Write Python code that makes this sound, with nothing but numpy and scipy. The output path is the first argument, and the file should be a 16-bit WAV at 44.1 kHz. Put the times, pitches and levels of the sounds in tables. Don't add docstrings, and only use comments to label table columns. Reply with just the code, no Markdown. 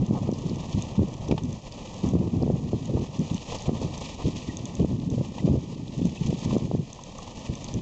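import sys
import numpy as np
from scipy import signal
from scipy.fft import rfft, irfft, next_fast_len
from scipy.io import wavfile
from scipy.ndimage import uniform_filter1d

SR = 44100
rng = np.random.default_rng(int(sys.argv[2]) if len(sys.argv) > 2 else 0)


def to_wav(sig):
    pcm = np.clip(np.atleast_2d(sig), -1, 1) * 32767
    pcm = np.round(pcm).astype(np.int16)
    wavfile.write(sys.argv[1], SR, pcm.T)


N = 344421
TIME = np.arange(N) / SR


# time_s, level_db
LIGHT_AIRFLOW = [(0, -33.5), (0.9, -37), (1.5, -36), (1.62, -47.5), (1.98, -41), (2.1, -33), (3.0, -34.5),
                 (3.45, -52), (3.8, -35), (4.13, -43.5), (4.4, -42), (5.05, -30), (5.33, -37), (5.8, -35),
                 (6.8, -39), (6.9, -50), (7.3, -45.5), (7.81, -39)]
# start_s, hold_s, buffet_db, flutter_re_buffet_db
MIC_GUSTS = [(0.0, 0.023, -20, -16), (0.098, 0.039, -21, -20), (0.206, .12, -29, -18.5),
             (0.434, 0.12, -29.5, -10), (0.744, 0.037, -23, -23), (0.984, 0.044, -19, -13),
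             (1.288, .055, -24.5, -12), (1.413, 0.11, -29.5, -27), (2.038, 0.048, -24, -11),
             (2.128, .055, -22, -16), (2.199, 0.068, -26, -9), (2.337, 0.22, -24.5, -9.5),
             (2.62, 0.042, -29.5, -12.5), (2.726, 0.017, -23.5, -9.5), (2.893, 0.12, -24.5, -10.5),
             (3.191, 0.03, -23, -16), (3.318, 0.021, -22.5, -20), (3.681, 0.048, -25, -13),
             (3.82, 0.044, -28.5, -11.5), (4.249, 0.02, -20.5, -13), (4.332, 0.033, -32.5, -16),
             (4.482, 0.01, -30.5, -25), (4.608, 0.018, -31.5, -15), (4.79, .055, -20.5, -12.5),
             (4.907, 0.043, -25.5, -15.5), (5.078, 0.069, -26, -13.5), (5.179, .03, -24, -9),
             (5.426, 0.14, -20.5, -11.5), (5.985, 0.086, -23, -20), (6.214, 0.01, -26, -13),
             (6.256, 0.045, -24, -14), (6.323, 0.0063, -26, -11), (6.451, .11, -24.5, -16.5),
             (6.607, 0.074, -28.5, -12), (6.732, 0.072, -25.5, -15), (7.497, 0.0091, -25.5, -11),
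             (7.737, 0.054, -28, -12.5)]
# frequency_hz, level_db
BUFFET_SPECTRUM = [(20, -31), (40, -17), (80, -3.5), (140, 1.5), (240, -3), (350, -15), (600, -41.5)]
# frequency_hz, level_db
FLUTTER_SPECTRUM = [(200, -10), (330, 3.5), (430, -1), (600, -12.5), (850, -20.5), (1300, -36)]

def wind(attack_s=0.0082, release_s=0.02, buffet_gain_db=0.5, airflow_flutter_db=-14):
    airflow_db = in_time(LIGHT_AIRFLOW)
    buffet_power = from_db(airflow_db) ** 2
    flutter_power = from_db(airflow_db + airflow_flutter_db) ** 2
    for start, hold, db, flutter_db in MIC_GUSTS:
        rise = np.clip(1 + (TIME - start) / attack_s, 0, 1)
        fall = np.exp(-np.clip((TIME - start - hold) / release_s, 0, 20))
        power = (from_db(db) * rise * fall) ** 2
        buffet_power += power
        flutter_power += power * from_db(flutter_db) ** 2
    buffet = turbulence(BUFFET_SPECTRUM, lumpy_db=3.5, lumps_per_s=27.7, steady_s=0.065)
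    flutter = turbulence(FLUTTER_SPECTRUM, lumpy_db=7.0, lumps_per_s=67, steady_s=0.08)
    return from_db(buffet_gain_db) * np.sqrt(buffet_power) * buffet + np.sqrt(flutter_power) * flutter


def turbulence(spectrum, lumpy_db, lumps_per_s, steady_s):
    flow = colour(rng.standard_normal(N), spectrum) * from_db(lumpy_db * drift(lumps_per_s))
    local_power = uniform_filter1d(flow ** 2, int(steady_s * SR) + 1)
    return flow / np.sqrt(local_power + 1e-9)


# middle_s, level_db, centre_hz
PORT_EDDIES = [(.109, -9.5, 210), (.291, -7, 322), (0.326, -12, 244), (.993, -5.5, 238), (1.032, -13, 250),
               (1.31, -8.5, 260), (1.324, -3.5, 278), (2.041, -13, 240), (2.136, -10.5, 250),
               (2.153, -4.5, 240), (2.433, -7.5, 390), (2.478, -12.5, 320), (2.501, -5, 300),
               (2.732, -8.5, 288), (2.972, -10.5, 330), (3.693, -8, 310), (3.817, -15.5, 377),
               (4.256, -11, 220), (4.284, -12, 230), (4.802, -9.5, 260), (4.847, -7.5, 310),
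               (5.477, -7.5, 300), (5.541, -8.5, 240), (6.016, -10.5, 167), (6.053, -12.5, 212),
               (6.328, -11, 280), (6.53, -11.5, 254), (6.555, -12.5, 330), (6.566, -3.5, 270),
               (6.714, -10.5, 414), (6.75, -9, 264)]

def eddies(spread=2.01, bass_cut_hz=135, gain_db=-3.5):
    out, t = np.zeros(N), np.arange(-SR // 50, SR // 30) / SR
    for (s, db, hz), sign in zip(PORT_EDDIES, rng.choice([-1, 1], len(PORT_EDDIES))):
        place = 2 * np.pi * hz / spread * t
        pressure = place / (1 + place ** 2) ** 3
        pop = cut(pressure, bass_cut_hz, "high", order=4)
        pop = cut(pop, 2 * hz, "low", order=1)
        add(out, s + t[0], sign * from_db(db + gain_db) * pop / np.abs(pop).max())
    return out


# frequency_hz, level_db
SWISH_SPECTRUM = [(900, -15.5), (1500, -5), (2300, 1.5), (3200, 0), (4000, -3), (5400, -4.5), (6500, -1.5),
                  (7200, -4), (8000, -9.5), (9000, -12.5)]
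# frequency_hz, level_db
TYRE_SPECTRUM = [(25, 10.5), (100, 10), (250, 5.5), (390, -0.5), (520, 5), (740, -1), (900, 1), (1150, -4),
                 (1500, -14.5), (2200, -19.5)]

def grass_and_tyres(blades_per_s=700, crackle_db=-6.0, swish_gain_db=3, rush_gain_db=8.5):
    swish_db, tyre_db = ride_levels()
    crowding = from_db(swish_db - swish_db.mean() + 3 * drift(25))
    flicks = 0
    for band_hz in ([1800, 3830], [3000, 5050], [4800, 10700]):
        struck = (rng.random(N) < blades_per_s * crowding / SR) * rng.choice([-1, 1], N)
        strength = from_db(3.5 * np.minimum(rng.exponential(1, N), 5))
        flicks += cut(struck * strength, band_hz, "band")
    swish = colour(rng.standard_normal(N) + from_db(crackle_db) * rms_one(flicks), SWISH_SPECTRUM)
    rush = colour(rng.standard_normal(N), TYRE_SPECTRUM)
    patches = drift(28)
    swish *= from_db(swish_db + swish_gain_db + 2.09 * patches)
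    rush *= from_db(tyre_db + rush_gain_db + 2.14 * patches)
    return swish + rush


# time_s, level_db
SWISH_CURVE = [(0.0, -57), (0.54, -55), (0.67, -53), (1.57, -56.5), (1.91, -52), (2.22, -57), (3.11, -54),
               (3.5, -49), (3.74, -52.5), (4.22, -49.5), (5.0, -57), (5.31, -54.5), (5.79, -56.5),
               (6.42, -50), (6.55, -54), (6.94, -56), (7.46, -51.5), (7.81, -53.5)]
# time_s, level_db
TYRE_CURVE = [(0.0, -51), (0.52, -52), (0.78, -47), (1.63, -54), (1.91, -50), (2.81, -53.5), (3.74, -47),
              (5.07, -55), (5.33, -52.5), (5.83, -56), (6.46, -51), (6.85, -56.5), (7.33, -50),
              (7.81, -51.5)]
# middle_s, length_s, swish_change_db, tyre_change_db
GRASS_TUFTS = [(0.174, 0.054, 4, 13.5), (0.285, 0.087, 0.5, 5), (0.79, 0.24, 2.5, -1.5),
               (1.285, 0.14, 1.5, 5.5), (2.055, .12, 4, 7), (2.974, 0.03, -1.5, 9.5), (3.539, .09, 2.5, 4),
               (3.69, 0.04, -2.5, 7), (3.83, .06, 5, 4.5), (4.069, 0.12, 3, -1), (4.209, 0.065, 0.5, 8.5),
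               (4.37, 0.044, 4, 3), (4.699, .27, 2, 4.5), (5.236, 0.12, 2, 1), (5.387, .05, 5.5, 7),
               (6.495, 0.21, 2.5, 4.5)]

def ride_levels():
    swish_db, tyre_db = in_time(SWISH_CURVE), in_time(TYRE_CURVE)
    for s, length, swish_change_db, tyre_change_db in GRASS_TUFTS:
        depth = np.maximum(1 - (2 * (TIME - s) / length) ** 2, 0)
        swish_db += swish_change_db * depth
        tyre_db += tyre_change_db * depth
    return swish_db, tyre_db


# start_s, level_db, pitch_hz
PART_TICKS = [(0.0643, -35.5, 6500), (0.315, -36, 6000), (0.3865, -37, 6300), (0.5584, -35, 6320),
              (0.8228, -24, 6520), (1.1398, -36.5, 6350), (1.285, -32.5, 6300), (1.4356, -33.5, 6500),
              (1.5279, -32.5, 6460), (2.0887, -31.5, 6370), (2.856, -33, 6760), (3.192, -33, 6290),
              (3.3446, -27.5, 6600), (3.6216, -30.5, 6670), (3.9777, -27.5, 6600), (4.57, -23, 6800),
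              (4.6551, -25.5, 6500), (4.7526, -29, 6600), (5.1013, -32, 6630), (6.054, -29.5, 6540),
              (6.2622, -32, 6270), (6.5819, -36, 6330), (6.93, -28, 6560), (7.0369, -30, 6550),
              (7.1843, -33, 6360), (7.3926, -38, 6230), (7.5537, -29.5, 6440), (7.6435, -26.5, 6500),
              (7.74, -27, 6230)]
# pitch_ratio, level_db, t60_s
PART_MODES = [(.41, -3, 0.0077), (0.541, 7, 0.011), (0.986, 3, 0.0075), (1.109, 2.5, 0.0031)]

def ticks(gain_db=-1.5, bounce_db=-18, low_modes_db=-13, detune=0.021, contact_s=0.00011):
    out, t = np.zeros(N), np.arange(SR // 50) / SR
    for s, db, hz in PART_TICKS:
        ring = np.zeros(len(t))
        for ratio, mode_db, t60 in PART_MODES:
            if ratio < 1 / np.sqrt(2):
                mode_db += low_modes_db
            mode_hz = hz * ratio * (1 + detune * rng.standard_normal())
            ring += from_db(mode_db - 60 * t / t60) * np.sin(2 * np.pi * mode_hz * t)
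        ring *= 1 - np.exp(-t / contact_s)
        bounce_delay_s = 0.003 + 0.0007 * rng.standard_normal()
        add(out, s, from_db(db + gain_db) * ring)
        add(out, s + bounce_delay_s, from_db(db + bounce_db) * ring)
    return out


# start_s, level_db, t60_s, centre_hz
STEM_SNAPS = [(0.3343, -33.5, .055, 4800), (.495, -27, .015, 4400), (.727, -26.5, 0.037, 3500),
              (.965, -34, .035, 3500), (1.312, -20, 0.042, 2300), (1.379, -26.5, 0.047, 3100),
              (1.722, -24.5, 0.016, 4500), (2.424, -27, .014, 4300), (3.012, -31, 0.013, 3500),
              (3.299, -29, .02, 3500), (3.379, -20, .007, 3200), (3.585, -29, 0.04, 4500),
              (3.791, -37, .012, 3300), (4.999, -30, .012, 3600), (5.383, -27.5, .03, 2900),
              (5.88, -28, .009, 3500), (6.51, -24.5, .025, 2600), (7.463, -25, 0.021, 2700),
              (7.685, -25, .008, 5000)]

def snaps(gain_db=-9.0, band_ratio=1.13):
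    out, t = np.zeros(N), np.arange(SR // 12) / SR
    for s, db, t60, hz in STEM_SNAPS:
        burst = rng.standard_normal(len(t))
        crackle = rms_one(cut(burst, [hz / band_ratio, hz * band_ratio], "band", order=1))
        add(out, s, from_db(db + gain_db - 60 * t / t60) * crackle)
    return out


# start_s, level_db, pitch_hz
RUT_KNOCKS = [(0.15, -38.5, 840), (1.313, -36, 894), (1.378, -34, 873), (3.522, -40.5, 1000),
              (3.815, -44, 760), (5.381, -40, 930), (6.508, -39, 1010), (6.99, -44, 1000),
              (7.187, -42.5, 1125)]

def knocks(t60_s=0.033, gain_db=10.0, rattle_db=-9.5):
    out, t = np.zeros(N), np.arange(SR // 10) / SR
    for s, db, hz in RUT_KNOCKS:
        rattle = rms_one(cut(rng.standard_normal(len(t)), [600, 1700], "band"))
        body = np.sin(2 * np.pi * hz * t) + from_db(rattle_db) * rattle
        add(out, s, from_db(db + gain_db - 60 * t / t60_s) * body)
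    return out


# middle_s, level_db, pitch_hz, length_s
BIKE_SQUEAKS = [(4.501, -43, 1927, .034), (5.397, -46, 1930, .022), (6.177, -42, 2632, .016),
                (4.815, -50, 3110, .022)]

def squeaks(rise=0.017, roughness=0.049, gain_db=3.0):
    out = np.zeros(N)
    for s, db, hz, length in BIKE_SQUEAKS:
        progress = np.linspace(-0.5, 0.5, int(length * SR))
        waver = roughness * drift(300)[:len(progress)]
        phase = 2 * np.pi * np.cumsum(hz * (1 + rise * progress + waver)) / SR
        swell = np.cos(np.pi * progress) ** 2
        add(out, s - length / 2, from_db(db + gain_db) * swell * np.sin(phase))
    return out


def stray_stems(stems_per_s=24, gain_db=6, size_db=3.5, t60_s=0.0073, max_stems=400):
    out, t = np.zeros(N), np.arange(SR // 40) / SR
    swish_db, _ = ride_levels()
    starts = np.flatnonzero(rng.random(N) < stems_per_s / SR)
    stems = rng.random((max_stems, 2))
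    bursts = rng.standard_normal((max_stems, len(t)))
    for start, (size, pitch), burst in zip(starts, stems, bursts):
        hz = 2800 * 2 ** (1.2 * pitch)
        crackle = cut(burst * from_db(-60 * t / t60_s), [hz / 1.5, hz * 2.0], "band", order=1)
        heft = min(-np.log(1 - size), 3)
        db = swish_db[start] + gain_db + size_db * heft
        add(out, start / SR, from_db(db) * crackle / np.abs(crackle).max())
    return out


def from_db(db):
    return 10 ** (np.asarray(db) / 20)


def rms_one(x):
    return x / np.sqrt(np.mean(x ** 2) + 1e-20)


def in_time(curve):
    return np.interp(TIME, *np.transpose(curve))


def add(out, s, sound):
    start = max(round(s * SR), 0)
    out[start:start + len(sound)] += sound[:max(N - start, 0)]


def drift(rate_hz):
    hop, settle = 40, 2000
    pole = np.exp(-2 * np.pi * rate_hz * hop / SR)
    noise = rng.standard_normal(N // hop + settle + 2)
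    slow = signal.lfilter([1], [1, -2 * pole, pole * pole], noise)[settle:]
    return np.interp(np.arange(N) / hop, np.arange(len(slow)), rms_one(slow))


def colour(x, spectrum):
    size = next_fast_len(N + SR // 10)
    hz, db = np.transpose(spectrum)
    bins = np.maximum(np.arange(size // 2 + 1) * SR / size, 1)
    octaves_beyond = np.abs(np.log2(bins / np.clip(bins, hz[0], hz[-1])))
    gain = from_db(np.interp(np.log(bins), np.log(hz), db) - 20 * octaves_beyond)
    return rms_one(irfft(rfft(x, size) * gain, size)[:N])


def cut(x, hz, kind, order=2):
    sections = signal.butter(order, np.clip(hz, 10, 0.45 * SR), kind, fs=SR, output="sos")
    return signal.sosfilt(sections, x + 1e-18)


def scene():
    mix = wind() + eddies() + grass_and_tyres() + ticks() + snaps() + knocks() + squeaks()
    return (mix + stray_stems())[None]


# centre_hz, width_hz
CAMERA_NOTCHES = [(1400, 300), (1599, 410), (2151, 236)]

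def record(dry, ceiling=0.36, roll_off_hz=7420, cutoff_hz=8800):
    out = ceiling * np.tanh(dry / ceiling)
    for hz, width_hz in CAMERA_NOTCHES:
        out = signal.lfilter(*signal.iirnotch(hz, hz / width_hz, fs=SR), out)
    out = cut(out, roll_off_hz, "low", order=10)
    return signal.sosfilt(signal.ellip(10, 0.2, 90, cutoff_hz, fs=SR, output="sos"), out)


dry = scene()
out = record(dry)
to_wav(out)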